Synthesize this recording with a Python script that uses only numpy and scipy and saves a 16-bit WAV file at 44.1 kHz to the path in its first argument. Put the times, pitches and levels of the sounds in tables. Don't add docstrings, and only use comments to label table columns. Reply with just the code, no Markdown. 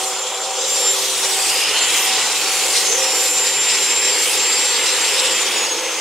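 import sys
import numpy as np
from scipy import signal
from scipy.fft import rfft, irfft, next_fast_len
from scipy.io import wavfile
from scipy.ndimage import uniform_filter1d

SR = 44100
rng = np.random.default_rng(int(sys.argv[2]) if len(sys.argv) > 2 else 0)


def store_wav(level_fs):
    pcm = np.round(np.clip(np.atleast_2d(level_fs), -1, 1) * 32767)
    wavfile.write(sys.argv[1], SR, pcm.T.astype(np.int16))


N = 264688
TIME = np.arange(N) / SR
GEAR_RATIO = 7.31
OFF_S, HALF_SPEED_S = 5.3, 3.2


def amp(db):
    return np.exp(np.asarray(db) * (np.log(10) / 20))

def evened(x):
    return x / np.sqrt(np.mean(x ** 2) + 1e-20)

def curve(rows):
    return np.interp(TIME, *np.transpose(rows))

def swells(rows, edge_s):
    return sum(db * np.clip((length / 2 - abs(TIME - s)) / edge_s, 0, 1) for s, length, db in rows)

def level_at(spectrum, hz):
    points_hz, db = np.transpose(spectrum)
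    return np.interp(np.log(hz + 1), np.log(points_hz + 1), db)

def wander(rate_hz):
    hz = np.fft.rfftfreq(4096, 1 / 600)
    slow = irfft(rfft(rng.standard_normal(4096)) * np.exp(-(hz / rate_hz) ** 2))
    return evened(np.interp(TIME * 600, np.arange(len(slow)), slow))

def patches(shape, size):
    field = rng.standard_normal(shape)
    for axis in (0, 1, 0, 1):
        field = uniform_filter1d(field, size[axis], axis)
    return evened(field)

def colour(x, spectrum, patchy_db, ring_db=0):
    hz, _, slices = signal.stft(x.astype(np.float32), SR, nperseg=2048, noverlap=1536)
    surges_db = patchy_db * patches(slices.shape[1:], size=(24, 3))
    rings_db = ring_db * patches(slices.shape[1:], size=(3, 9))
    slices = slices * amp(level_at(spectrum, hz)[:, None] + surges_db + rings_db)
    return evened(signal.istft(slices, SR, nperseg=2048, noverlap=1536)[1][:, :N])

def resonances(modes):
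    hz = np.geomspace(20, SR / 2, 1500)
    power = sum(amp(db) ** 2 / (1 + ((hz - f) / (0.79 * width)) ** 2) ** 3 for f, width, db in modes)
    return np.column_stack([hz, 10 * np.log10(power + 1e-9)])

def noise(channels=2):
    return rng.standard_normal((channels, N), dtype=np.float32)

def coasting():
    return np.maximum(TIME - OFF_S, 0)

# time in seconds, turns per second.
MOTOR_SPEED = [(0, 381), (.12, 380.7), (.66, 387.9), (1.1, 383.9), (1.8, 382.8), (2.05, 379.2),
               (2.35, 384.3), (3.4, 383), (3.8, 387.2), (4.2, 389.5), (4.38, 388.1), (4.9, 390.7),
               (5.3, 390.9)]

def motor_turns():
    return np.cumsum(curve(MOTOR_SPEED) / (1 + coasting() / HALF_SPEED_S)) / SR

def strain():
    speed = curve(MOTOR_SPEED)
    return (speed.max() - speed) / np.ptp(speed)

# time in seconds, ring of the bar in dB.
FEED = [(0, -39), (.45, -43), (.75, -31), (1.2, -27.5), (1.55, -24), (2, -21.5), (2.6, -25), (3.3, -25.5),
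        (3.65, -23), (5.5, -22), (5.7, -25.5), (6, -28.5)]

def load():
    db = curve(FEED)
    return db - db.max()

def tone(cycles, db, flutter_db, rate_hz):
    gain = np.sqrt(2) * amp(db + flutter_db * wander(rate_hz))
    return gain * np.sin(2 * np.pi * (cycles + rng.random()))

# time in seconds, level in dB.
WHINE_LEVEL = [(0, -34), (.25, -29), (.52, -31), (.88, -16.5), (1.3, -32.5), (1.85, -26), (2.35, -29.5),
               (3.04, -26.5), (3.13, -20.5), (4.55, -20.5), (5.2, -25), (5.62, -25.5), (6, -38)]
# middle in seconds, length in seconds, change in dB.
WHINE_DIPS = [(1.075, .32, -16), (1.64, .24, -13), (4.31, .15, -15), (5.5, .14, -17)]
# multiple of the shaft speed, level in dB without strain.
THIN_TONES = [(28, -42), (38, -55)]

def motor_whine(turns):
    whine_db = curve(WHINE_LEVEL) + swells(WHINE_DIPS, edge_s=.04)
    flicker_db = 1.04 + 0.21 * np.clip(-19.5 - whine_db, 0, 12)
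    whine = tone(19 * turns, whine_db, flicker_db, rate_hz=33)
    fade_db = -17 * strain() - 29 * coasting()
    return whine + sum(tone(k * turns, db + fade_db, flutter_db=4, rate_hz=50) for k, db in THIN_TONES)

def workshop(x, echo_db, decay_s):
    t = TIME[:SR // 2]
    tail = rng.standard_normal(len(t)) * 1000 ** (-t / decay_s)
    echo = signal.oaconvolve(x, tail)[:N]
    return x + amp(echo_db) * np.std(x) * evened(echo)

# multiple of the shaft speed, level in dB at the hardest feed.
OVERTONES = [(3, -45.5), (5, -43.5), (6, -53), (15, -59)]
# middle in seconds, length in seconds, change in dB.
SHAFT_SWELLS = [(1.12, .8, 5.5), (2.15, 0.55, -14), (3.25, 1.5, 2.5)]
# middle in seconds, length in seconds, rise in dB.
DRONE_SWELLS = [(.02, 0.53, 15.5), (.62, 0.85, 11.5), (1.42, 0.54, 14), (2.1, 0.48, 16.5), (2.92, 1.36, 10)]

def motor_hum(turns):
    load_db = load()
    shaft = tone(turns, -43.5 + swells(SHAFT_SWELLS, edge_s=0.18), flutter_db=2.2, rate_hz=9.4)
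    drone_db = -47.5 + swells(DRONE_SWELLS, edge_s=0.2) - 29 * coasting()
    drone = tone(2 * turns, drone_db, flutter_db=2, rate_hz=16)
    overtones = sum(tone(k * turns, db + .5 * load_db, flutter_db=3.5, rate_hz=7.4)
                    for k, db in OVERTONES)
    mains = tone(100 * TIME, -59 + load_db, flutter_db=1.8, rate_hz=6.8)
    powered = np.interp(coasting(), [0, .1], [1, 0])
    wheel = tone(2 * turns / GEAR_RATIO, -63 + load_db, flutter_db=1.2, rate_hz=8)
    return shaft + drone + overtones + powered * mains + wheel

# frequency in Hz, relative level in dB.
FAN_SPECTRUM = [(25, -38), (60, -37), (140, -17.5), (270, -15.5), (450, -2), (850, 3.5), (1300, 0.5),
                (1750, -7.5), (3400, 1.5), (4900, -30), (5500, -8.5), (7300, -1), (10000, -44),
                (15000, -25)]
# time in seconds, relative level in dB.
FAN_LEVEL = [(0, -36), (1.1, -38), (2.4, -40), (2.95, -38), (3.3, -43), (5, -51), (5.55, -40.5), (6, -38.5)]

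def fan_rush():
    return amp(curve(FAN_LEVEL) + 9.5) * colour(noise(), FAN_SPECTRUM, patchy_db=1.87)

# pitch in Hz, width in Hz, relative level in dB.
GUARD_MODES = [(488.7, 9.6, 8), (512, 60, -1)]
# middle in seconds, length in seconds, rise in dB.
GUARD_BOOMS = [(.74, 0.74, 4.5), (3.1, 1, 3), (5.18, 0.38, 4), (5.82, 0.28, 4)]

def guard_boom():
    db = -34.5 - 4 * strain() + swells(GUARD_BOOMS, edge_s=0.17)
    return amp(db) * colour(noise(channels=1), resonances(GUARD_MODES), patchy_db=0.74)

# pitch in Hz, width in Hz, relative level in dB.
FRAME_MODES = [(330.5, 18.4, 1.5), (402, 13.5, -5), (425.6, 68, 1.5), (785, 69, -5.5), (895, 160, -3),
               (280, 230, -18.5)]

def frame_shake():
    db = -33.5 + 0.5 * load() - 1.67 * strain()
    return amp(db) * colour(noise(channels=1), resonances(FRAME_MODES), patchy_db=1.1)

def grains(per_s, spread_db=2):
    impacts = np.zeros((2, N))
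    hit = rng.random((2, N)) < per_s / SR
    strength = np.minimum(rng.exponential(size=hit.sum()), 6)
    impacts[hit] = np.sign(noise()[hit]) * amp(spread_db * strength)
    return evened(impacts)

def throb(wheel_turns, depth):
    bumps = sum(np.cos(2 * np.pi * (k * wheel_turns + rng.random())) / np.sqrt(k) for k in range(1, 6))
    return evened(np.exp(depth * evened(bumps)))

# frequency in Hz, relative level in dB.
BAR_SPECTRUM = [(25, -46), (60, -49), (150, -22.5), (300, -13.5), (680, -10.5), (880, -4), (1200, -5.5),
                (1680, -5), (2050, -0.5), (2700, 1.5), (3300, -1), (4200, -14), (8000, -27)]
# frequency in Hz, relative level in dB.
GRIT_SPECTRUM = [(1500, -32.5), (2800, -12), (3700, 3.5), (4500, 3), (5400, 5), (6000, 2.5), (6800, 0.5),
                 (8000, 0.5), (8700, -2.5), (9900, -6.5), (10600, -15), (11500, -25), (13500, -28)]
# middle in seconds, change of the hiss in dB.
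BITES = [(.48, 3), (1.29, 1), (1.34, -1.5), (2.02, -1), (2.76, 5), (3.03, 2), (3.32, -6), (3.47, 1.5),
         (3.63, -4), (3.7, 2.5), (3.85, 0), (3.92, 1), (4.01, -2.5), (4.08, 0.5), (4.69, -2), (5.05, 1.5),
         (5.6, 1.5)]

def grinding(wheel_turns):
    bite_db = swells([(s, .09, db) for s, db in BITES], edge_s=.045) + .25 * wander(rate_hz=14)
    ring = colour(grains(per_s=18000), BAR_SPECTRUM, patchy_db=1, ring_db=1.5)
    ring *= amp(curve(FEED) + .55 * bite_db) * throb(wheel_turns, depth=0.048)
    chatter_db = 1.63 * wander(rate_hz=37)
    hiss_db = -22 + 0.41 * load() + bite_db + chatter_db - 6 * coasting()
    hiss = colour(grains(per_s=18000), GRIT_SPECTRUM, patchy_db=1.3, ring_db=3)
    return ring + amp(hiss_db) * hiss * throb(wheel_turns, depth=0.07)

# frequency in Hz, relative level in dB.
SPARK_SPECTRUM = [(3000, -24), (6000, 4), (8000, 7), (9600, 4), (11000, 2.5), (12200, -6), (13600, -7),
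                  (14700, -7.5), (15700, -11)]
# middle in seconds, length in seconds, change of the fizz in dB.
SHOWERS = [(.02, 0.27, 6), (1.15, 1.004, 6), (1.43, 0.31, 0.5), (2.0, 0.26, 6), (2.02, 0.081, -2),
           (2.93, 1.22, 3), (2.67, 0.4, 3.5), (3.23, 0.26, 3.5), (4.28, 0.25, 6)]
# pitch in Hz, width in Hz, relative level in dB.
RIM_MODES = [(9030, 220, 16), (12000, 260, -15), (12270, 480, 12)]

def sparks(wheel_turns):
    shower_db = swells(SHOWERS, edge_s=.06)
    fizz_db = -29.5 + 0.38 * load() + shower_db - 5 * coasting()
    fizz = colour(grains(per_s=16000), SPARK_SPECTRUM, patchy_db=1.4, ring_db=2.6)
    rim_db = -47.5 + 0.75 * load() + 2.1 * shower_db
    rim = colour(noise(), resonances(RIM_MODES), patchy_db=2.5, ring_db=4.5)
    return amp(fizz_db) * fizz * throb(wheel_turns, depth=.11) + amp(rim_db) * rim

# middle in seconds, length in seconds,
# pitch in Hz, width in Hz, glide in Hz per second, level in dB.
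SQUEALS = [(0.678, 0.33, 6500, 1050, 1, -29.5), (.85, 0.25, 11330, 200, -800, -40),
           (0.971, 1, 3520, 1000, 0, -29.5), (1.08, 0.28, 6200, 380, -8000, -30),
           (1.264, 0.14, 5700, 62, -7, -25), (1.374, 0.34, 8100, 350, 1000, -26),
           (1.562, 0.53, 4960, 340, 1805, -26.5), (1.763, .77, 2980, 400, 854, -25),
           (1.798, 0.16, 4300, 160, -3.5, -27), (1.947, .16, 9160, 110, 0, -31),
           (2.02, 0.12, 11900, 300, -2, -29), (2.581, 0.38, 4410, 120, 0, -30),
           (2.917, .21, 6300, 550, -1500, -20), (2.93, 0.096, 454, 10, 600, -31.5),
           (3.04, 0.21, 527, 8.6, 0, -27), (3.131, 0.49, 5530, 260, 0, -29.5),
           (3.26, 0.38, 8000, 500, 5, -32), (3.797, 1, 9200, 200, -7, -36.5),
           (4.297, 0.11, 9550, 160, -2, -29), (4.573, .08, 4740, 600, -12000, -27),
           (4.756, .09, 4730, 2100, 0, -24), (4.912, 0.13, 4030, 400, 5999.5, -28),
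           (5.26, .12, 3530, 300, -3, -29), (5.957, 0.22, 6300, 220, -600, -31)]

def squeals():
    out = np.zeros((2, N))
    steps, steps_per_s = 1024, 4000
    hz = np.fft.fftfreq(steps, 1 / steps_per_s)
    for middle, length, pitch_hz, width_hz, glide, db in SQUEALS:
        at = np.flatnonzero(abs(TIME - middle) < length / 2)
        t = TIME[at] - middle
        force = rng.standard_normal((2, steps, 2)) @ [1, 1j]
        rub = np.fft.ifft(np.fft.fft(force) / (1 + (2 * hz / width_hz) ** 2))
        sway = np.array([np.interp(t * steps_per_s, np.arange(steps), r, period=steps) for r in rub])
        ring = (sway * np.exp(2j * np.pi * (pitch_hz * t + glide * t ** 2 / 2))).real
        out[:, at] += amp(db) * np.array([evened(r) for r in ring]) * np.cos(np.pi * t / length)
    return out

# frequency in Hz, gain of the side signal in dB.
STEREO_WIDTH = [(30, -70), (3020, -70), (3130, -5), (4500, -4.8), (6000, -4.2), (6800, -6.8), (7600, -9),
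                (9500, -9.5), (10200, -13), (12000, -11), (13800, -6), (15000, -9.5)]

def scene():
    turns = motor_turns()
    wheel_turns = turns / GEAR_RATIO
    motor = workshop(motor_whine(turns), echo_db=-15, decay_s=0.5) + motor_hum(turns)
    machine = fan_rush() + guard_boom() + frame_shake()
    mid, side = machine + grinding(wheel_turns) + sparks(wheel_turns) + squeals()
    mid = mid + motor
    size = next_fast_len(N, True)
    width = amp(level_at(STEREO_WIDTH, np.fft.rfftfreq(size, 1 / SR)))
    side = irfft(rfft(side, size) * width, size)[:N]
    return np.array([mid + side, mid - side])

def record(dry):
    lowpass = signal.firwin(1023, cutoff=15730, window=("kaiser", 9), fs=SR)
    return signal.oaconvolve(dry, lowpass[None], "same")


dry = scene()
out = record(dry)
store_wav(out)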